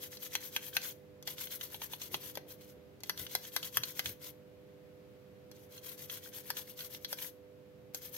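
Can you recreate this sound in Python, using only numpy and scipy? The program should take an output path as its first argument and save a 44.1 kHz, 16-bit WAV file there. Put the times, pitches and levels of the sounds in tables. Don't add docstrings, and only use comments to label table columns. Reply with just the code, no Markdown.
import sys
import numpy as np
from scipy import signal
from scipy.fft import rfft, irfft, next_fast_len
from scipy.io import wavfile

SR = 44100
rng = np.random.default_rng(int(sys.argv[2]) if len(sys.argv) > 2 else 0)


def master(y):
    cut = np.clip(np.atleast_2d(y).T, -1, 1)
    pcm = np.round(cut * 32767)
    wavfile.write(sys.argv[1], SR, pcm.astype(np.int16))


N = 360297
T = np.arange(N) / SR
FFT_SIZE = 2 * next_fast_len(N // 2 + SR // 4, True)
FREQS_HZ = np.fft.rfftfreq(FFT_SIZE, 1 / SR)
RING_SAMPLES = 2048

# start in seconds, level in dB.
STROKES = [(-0.01, -49), (0.092, -55), (0.183, -50), (0.296, -49), (0.39, -49), (0.508, -50),
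           (0.598, -49.5), (0.72, -46), (0.801, -47), (1.249, -51.5), (1.36, -49), (1.49, -45),
           (1.585, -49), (1.688, -50), (1.787, -48.5), (1.882, -54), (1.981, -51.5), (2.097, -49.5),
           (2.19, -50.5), (2.33, -53), (2.466, -54), (2.56, -67), (3.025, -61), (3.155, -48.5),
           (3.278, -51.5), (3.4, -52.5), (3.51, -48.5), (3.605, -49.5), (3.712, -50), (3.812, -50.5),
           (3.94, -49), (4.026, -49), (4.194, -52.5), (5.51, -70), (5.692, -60), (5.814, -52.5),
           (5.966, -52), (6.075, -50), (6.205, -53), (6.312, -51.5), (6.43, -50.5), (6.539, -48.5),
           (6.642, -55.5), (6.754, -51.5), (6.89, -51), (6.986, -62), (7.075, -49), (7.16, -48),
           (7.936, -47), (7.999, -52), (8.112, -48.5)]
LIFTS_S = [0.935, 2.39, 2.75, 3.135, 4.143, 4.32, 7.305, 8.22]
# time in seconds, blow level in dB, contact name.
KNOCKS = [(0.1708, -49.5, "pin"), (0.353, -31, "can"), (0.5635, -31, "can"), (0.7676, -28.5, "can"),
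          (0.817, -47, "pin"), (1.2262, -54, "tips"), (1.2748, -38.5, "tips"), (1.279, -44, "edge"),
          (1.3826, -46, "capacitor"), (1.4717, -47.5, "capacitor"), (1.6112, -41.5, "capacitor"),
          (1.7444, -44, "edge"), (1.818, -43, "edge"), (1.9345, -40.5, "edge"), (2.017, -41.5, "capacitor"),
          (2.1435, -33.5, "edge"), (2.3542, -45.5, "tips"), (2.373, -44, "mat"), (2.5065, -55, "tips"),
          (2.61, -62, "tips"), (2.6914, -69, "tips"), (3.0052, -61.5, "tips"), (3.0349, -44.5, "tips"),
          (3.0958, -34.5, "socket"), (3.176, -46.5, "tips"), (3.2662, -45, "capacitor"),
          (3.3514, -31.5, "socket"), (3.5641, -32.5, "socket"), (3.629, -40, "capacitor"),
          (3.771, -30.5, "socket"), (3.8348, -33.5, "capacitor"), (3.9935, -34, "socket"),
          (4.0586, -35, "capacitor"), (5.5145, -56.5, "tips"), (5.778, -51.5, "capacitor"),
          (6.0977, -42, "capacitor"), (6.5034, -36.5, "socket"), (6.569, -42, "capacitor"),
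          (6.791, -44.5, "capacitor"), (6.806, -44.5, "pin"), (6.9476, -46.5, "capacitor"),
          (7.047, -37, "pin"), (7.1287, -37.5, "socket"), (7.187, -47, "capacitor"),
          (7.9466, -39.5, "tips")]
CONTACTS = {"can": (2024, 8, -7, 3203, 1100, -8), "edge": (898, 9, -6, 3178, 1000, -6),
            "socket": (1594.5, 8.5, -2.5, 4950, 2401.5, 2), "mat": (525, 16.5, 4, 3300, 1400, 1),
            "capacitor": (1620, 13, -12, 3254, 795, -8), "pin": (1502, 6, -11.5, 4330, 1100, -9),
            "tips": (1600, 1, -8.5, 5502, 2000, 0.5)}
# blow level in dB, extra snap in dB.
SNAP_RISE = [(-31.5, -2), (-30, 4.5)]
# frequency in Hz, width in Hz, level in dB.
CRACK_MODE = (2700, 2200, 11.6)
# frequency in Hz, width in Hz, relative level in dB.
BOARD_MODES = [(393, 240, -8), (630, 140, -5), (837, 380, 3.5), (1010, 162, -3), (1550, 53, -6),
               (2032, 70, -5), (2294, 120, -8)]
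# frequency in Hz, width in Hz, relative level in dB.
METAL_MODES = [(2570, 170, -19), (3228, 130, -2), (3280, 94, 1.5), (3980, 23, -25), (4130, 89, -4),
               (4414, 99, -4), (5000, 380, -7), (5870, 52, -7.5), (6300, 240, 1)]
# frequency in Hz, relative density in dB per Hz.
SCRAPE_SPECTRUM = [(300, -12), (700, -14.5), (1000, -1.5), (1230, -8.5), (1560, -2.5), (2600, -3.5),
                   (3300, 3), (4500, -1), (6400, 2), (7200, -2), (9000, -4), (12000, -27)]
# frequency in Hz, relative density in dB per Hz.
TIPS_SPECTRUM = [(3000, -17.5), (7000, -29), (9000, -11), (11200, -3), (11800, 3), (13000, 1.5),
                 (14200, -1.5), (15700, -4), (17000, -50)]
# frequency in Hz, relative density in dB per Hz.
SNAP_SPECTRUM = [(300, -47), (1500, -14), (4000, -10), (8000, -11), (10500, 7.5), (12000, 19), (13500, 11),
                 (16000, -8)]
# time in seconds, thump in dB, finger rub in dB.
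BUMPS = [(2.137, -59, -53), (2.459, -66, -58.5), (2.762, -63, -60), (3.224, -53, -56.5),
         (3.802, -52.5, -74), (4.08, -52, -57)]
# frequency in Hz, left level in dB, right level in dB, before wavering.
HUM_HARMONICS = [(100, -76.5, -72.5), (150, -72.5, -69), (200, -99, -67.5), (250, -80.5, -75.5),
                 (300, -67.5, -70), (400, -79.5, -63.5), (450, -104, -88), (500, -62, -56),
                 (550, -86, -76.5), (600, -85.5, -68.5), (650, -89, -77.5)]
# time in seconds, gain in dB.
HUM_SWELL = [(0, -1.5), (1.6, -1.5), (1.9, -10), (2.3, -1.5), (2.87, -1.5), (2.98, -11), (3.1, -13.5),
             (3.25, -2), (8.2, -0.5)]
# frequency in Hz, relative density in dB per Hz.
AIR_SPECTRUM = [(30, -9), (50, -25), (70, -3), (140, 0.5), (250, -7.5), (450, -7), (650, -15), (900, -18.5),
                (2500, -22.5), (4500, -29), (8000, -36.5), (10500, -37), (12000, -30), (15500, -35)]

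SPEED_UP_S, SLOW_DOWN_S = 0.058, 0.057
CREEP_POWER = 0.013
SCRAPE_DB, HISS_DB = -2.7, 3
SCRAPE_GROWTH_DB, HISS_GROWTH_DB = -4.5, 1
THUMP_HZ, RUB_HZ, BUMP_HALF_S = 102, 350, 0.04
HIGHPASS_HZ, TOP_HZ = 50, 15900


def stroke_gain(growth_db):
    stops = np.array([start for start, db in STROKES] + LIFTS_S)
    gain = np.zeros(N)
    for start, db in STROKES:
        stop = stops[stops > start].min()
        a, b = np.searchsorted(T, [start, stop])
        rise = np.minimum((T[a:b] - start) / SPEED_UP_S, 1)
        fall = np.minimum((stop - T[a:b]) / SLOW_DOWN_S, 1)
        speed = np.sin(np.pi / 2 * rise) * np.sin(np.pi / 2 * fall)
        along = (T[a:b] - start) / (stop - start) - 0.5
        gain[a:b] = undb(db + growth_db * along) * np.sqrt(speed ** 2.72 + CREEP_POWER)
    return gain


def flicks(rate_hz, spread_db, apart):
    out = np.zeros((2, N))
    at = rng.integers(0, N, int(rate_hz * N / SR))
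    sizes = undb(spread_db * np.minimum(rng.exponential(size=len(at)), 4))
    signs = rng.choice([-1, 1], len(at))
    out[:, at] = sizes * (signs + apart * rng.standard_normal((2, len(at))))
    return unit(out)


def part_pings():
    pings = np.zeros((2, N))
    for hz, width_hz, db in BOARD_MODES[4:] + METAL_MODES:
        plucks = flicks(rate_hz=45, spread_db=2.6, apart=0.7)
        b, a = signal.iirpeak(hz, hz / (width_hz + 220), fs=SR)
        pings += undb(0.5 * db) * unit(signal.lfilter(b, a, plucks))
    return unit(pings)


def scrubbing(ping_db, wander_db, ticks):
    gain = stroke_gain(SCRAPE_GROWTH_DB)
    tufts = unit(undb(0.6 * walk(rate_hz=220) + 2.17 * walk(rate_hz=69)))
    snags = flicks(rate_hz=160, spread_db=2.5, apart=0.6)
    bristles = unit(flicks(rate_hz=5000, spread_db=0.0, apart=1.65) * tufts + ticks * snags)
    tips = unit(flicks(rate_hz=12000, spread_db=1.5, apart=1.5) * tufts + ticks * snags)
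    rasp = through(bristles * gain, unit(contour(SCRAPE_SPECTRUM)))
    scrape = rasp + undb(ping_db) * part_pings() * gain
    hiss = through(tips * stroke_gain(HISS_GROWTH_DB), unit(contour(TIPS_SPECTRUM)))
    return scrape * undb(SCRAPE_DB + wander_db * walk(rate_hz=15)), hiss * undb(HISS_DB)


def knocking(clack_db, chatter, chatter_s, span_s):
    t = T[:RING_SAMPLES]
    snap = causal(contour(SNAP_SPECTRUM))
    board_cut = signal.butter(2, 380, "high", fs=SR, output="sos")
    part_cut = signal.butter(2, 1700, "high", fs=SR, output="sos")
    out = np.zeros((3, 2, N + 2 * len(t)))
    for when, level_db, contact in KNOCKS:
        i = int(when * SR)
        board_hz, spot_db, board_db, part_hz, part_width_hz, snap_db = CONTACTS[contact]
        snap_db += np.interp(level_db, *np.transpose(SNAP_RISE))
        board_modes = BOARD_MODES + [CRACK_MODE, (board_hz, 260, spot_db)]
        board = signal.sosfilt(board_cut, resonances(board_modes, scatter_db=2))
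        part_clack_db = clack_db + 10 * np.log10(part_width_hz / 1100)
        part_modes = METAL_MODES + [(part_hz, part_width_hz, part_clack_db)]
        part = signal.sosfilt(part_cut, resonances(part_modes, scatter_db=2))
        hardness = np.interp(level_db, [-46, -32], [0.75, 1.3])
        layers = [(board, board_db, 0.45), (part, 0, 0.95), (snap, snap_db, 0.4)]
        for port in (0, 1):
            rattle = rng.standard_normal(len(t)) * np.exp(-t / chatter_s) / np.sqrt(chatter_s * SR / 2)
            for k, (ring, db, bounce) in enumerate(layers):
                strike = hardness * (t == 0) + bounce * chatter * rattle
                blow = signal.fftconvolve(strike, ring)
                blow /= np.linalg.norm(blow)
                out[k, port, i:i + len(blow)] += blow * undb(level_db + db) * np.sqrt(span_s * SR)
    return out[:, :, :N]


def bumping():
    out = np.zeros(N)
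    for when, thump_db, rub_db in BUMPS:
        a, b = np.searchsorted(T, [when - 2 * BUMP_HALF_S, when + 2 * BUMP_HALF_S])
        swell = np.exp(-((T[a:b] - when) / BUMP_HALF_S) ** 2)
        for hz, db in ((THUMP_HZ, thump_db), (RUB_HZ, rub_db)):
            band = signal.butter(2, [hz * 0.71, hz * 1.38], "band", fs=SR, output="sos")
            noise = unit(signal.sosfilt(band, rng.standard_normal(SR)))
            out[a:b] += undb(db) * swell * noise[a - b:]
    return out


def hum(waver_db):
    out = np.zeros((2, N))
    strongest = np.argmax(np.array(HUM_HARMONICS)[:, 2])
    for k, (hz, left_db, right_db) in enumerate(HUM_HARMONICS):
        phase = 2 * np.pi * (hz * T + rng.random())
        if k == strongest:
            db = np.interp(T, *np.transpose(HUM_SWELL)) + 0.31 * walk(rate_hz=2.5)
        else:
            db = waver_db * walk(rate_hz=2.8)
        pair = np.array([undb(left_db) * np.sin(phase - 0.5), undb(right_db) * np.sin(phase)])
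        out += np.sqrt(2) * undb(db) * pair
    return out


def air(db, right_db):
    likeness = np.interp(FREQS_HZ, [100, 600, 1300], [0.62, 0.55, 0])
    colour = unit(contour(AIR_SPECTRUM))
    mid = through(rng.standard_normal(N), colour * np.sqrt((1 + likeness) / 2))
    side = through(rng.standard_normal(N), colour * np.sqrt((1 - likeness) / 2))
    return undb(db + 0.5 * walk(rate_hz=0.7)) * np.array([mid + side, (mid - side) * undb(right_db)])


def room(x, early_db, early_s, late_db, t60_s, treble_db, count=4):
    t = T[:SR // 2]
    sent = rfft(x, FFT_SIZE) * contour([(4000, 0.033), (12000, treble_db)])
    shares = np.array([walk(rate_hz=3) for _ in range(count)])
    shares /= np.linalg.norm(shares, axis=0)
    out = x.copy()
    for share in shares:
        near, far = rng.standard_normal((2, 2, len(t)))
        early = unit(near * (t > 0.001) * np.exp(-t / early_s))
        late = unit(far * (t > 0.006) * undb(-60 * t / t60_s))
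        echoes = (undb(early_db) * early + undb(late_db) * late) / np.sqrt(len(t))
        out += share * irfft(sent * rfft(echoes, FFT_SIZE))[:, :N]
    return out


def ports(pair, left_db, lag_ms):
    late = through(pair[1], np.exp(-2j * np.pi * FREQS_HZ * lag_ms / 1000))
    gains = unit(undb(np.array([left_db, -left_db]) / 2))
    return np.array([pair[0] * gains[0], late * gains[1]])


def resonances(modes, scatter_db):
    t = T[:RING_SAMPLES]
    ring = np.zeros(len(t))
    for hz, width_hz, db in modes:
        size = rng.choice([-1, 1]) * undb(db + scatter_db * rng.standard_normal())
        ring += size * np.exp(-np.pi * width_hz * t) * np.sin(2 * np.pi * hz * t)
    return ring / np.linalg.norm(ring)


def causal(gain):
    cepstrum = irfft(np.log(unit(gain)))
    cepstrum[1:FFT_SIZE // 2] *= 2
    cepstrum[FFT_SIZE // 2 + 1:] = 0
    return irfft(np.exp(rfft(cepstrum)))[:RING_SAMPLES]


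def contour(points):
    hz, db = np.transpose(points)
    return undb(np.interp(np.log(FREQS_HZ + 1), np.log(hz), db))


def through(x, response):
    return irfft(rfft(x, FFT_SIZE) * response)[..., :N]


def walk(rate_hz):
    steps = rng.standard_normal(int(2 * rate_hz * N / SR) + 2)
    return unit(np.interp(T, np.arange(len(steps)) / (2 * rate_hz), steps))


def unit(x):
    return x / np.sqrt(np.mean(x ** 2))


def undb(db):
    return 10 ** (np.asarray(db) / 20)


def scene():
    scrape, hiss = scrubbing(ping_db=-4, wander_db=1.5, ticks=0.16)
    board, parts, snap = knocking(clack_db=18.5, chatter=0.8, chatter_s=0.0027, span_s=0.0069)
    brush = (ports(scrape, left_db=-1.5, lag_ms=0.045)
             + ports(board, left_db=6.5, lag_ms=0.1)
             + ports(parts, left_db=-0.6, lag_ms=0.093)
             + ports(hiss + snap, left_db=11.5, lag_ms=0.1))
    near = room(brush, early_db=-2.5, early_s=0.0051, late_db=-13, t60_s=0.3, treble_db=-1.0)
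    return near + bumping() + hum(waver_db=1.3) + air(db=-60.5, right_db=-0.26)


def record(dry):
    rumble_cut = signal.butter(3, HIGHPASS_HZ, "high", fs=SR, output="sos")
    top_cut = signal.ellip(10, 0.2, 70, TOP_HZ, fs=SR, output="sos")
    return signal.sosfilt(top_cut, signal.sosfilt(rumble_cut, dry))


dry = scene()
out = record(dry)
master(out)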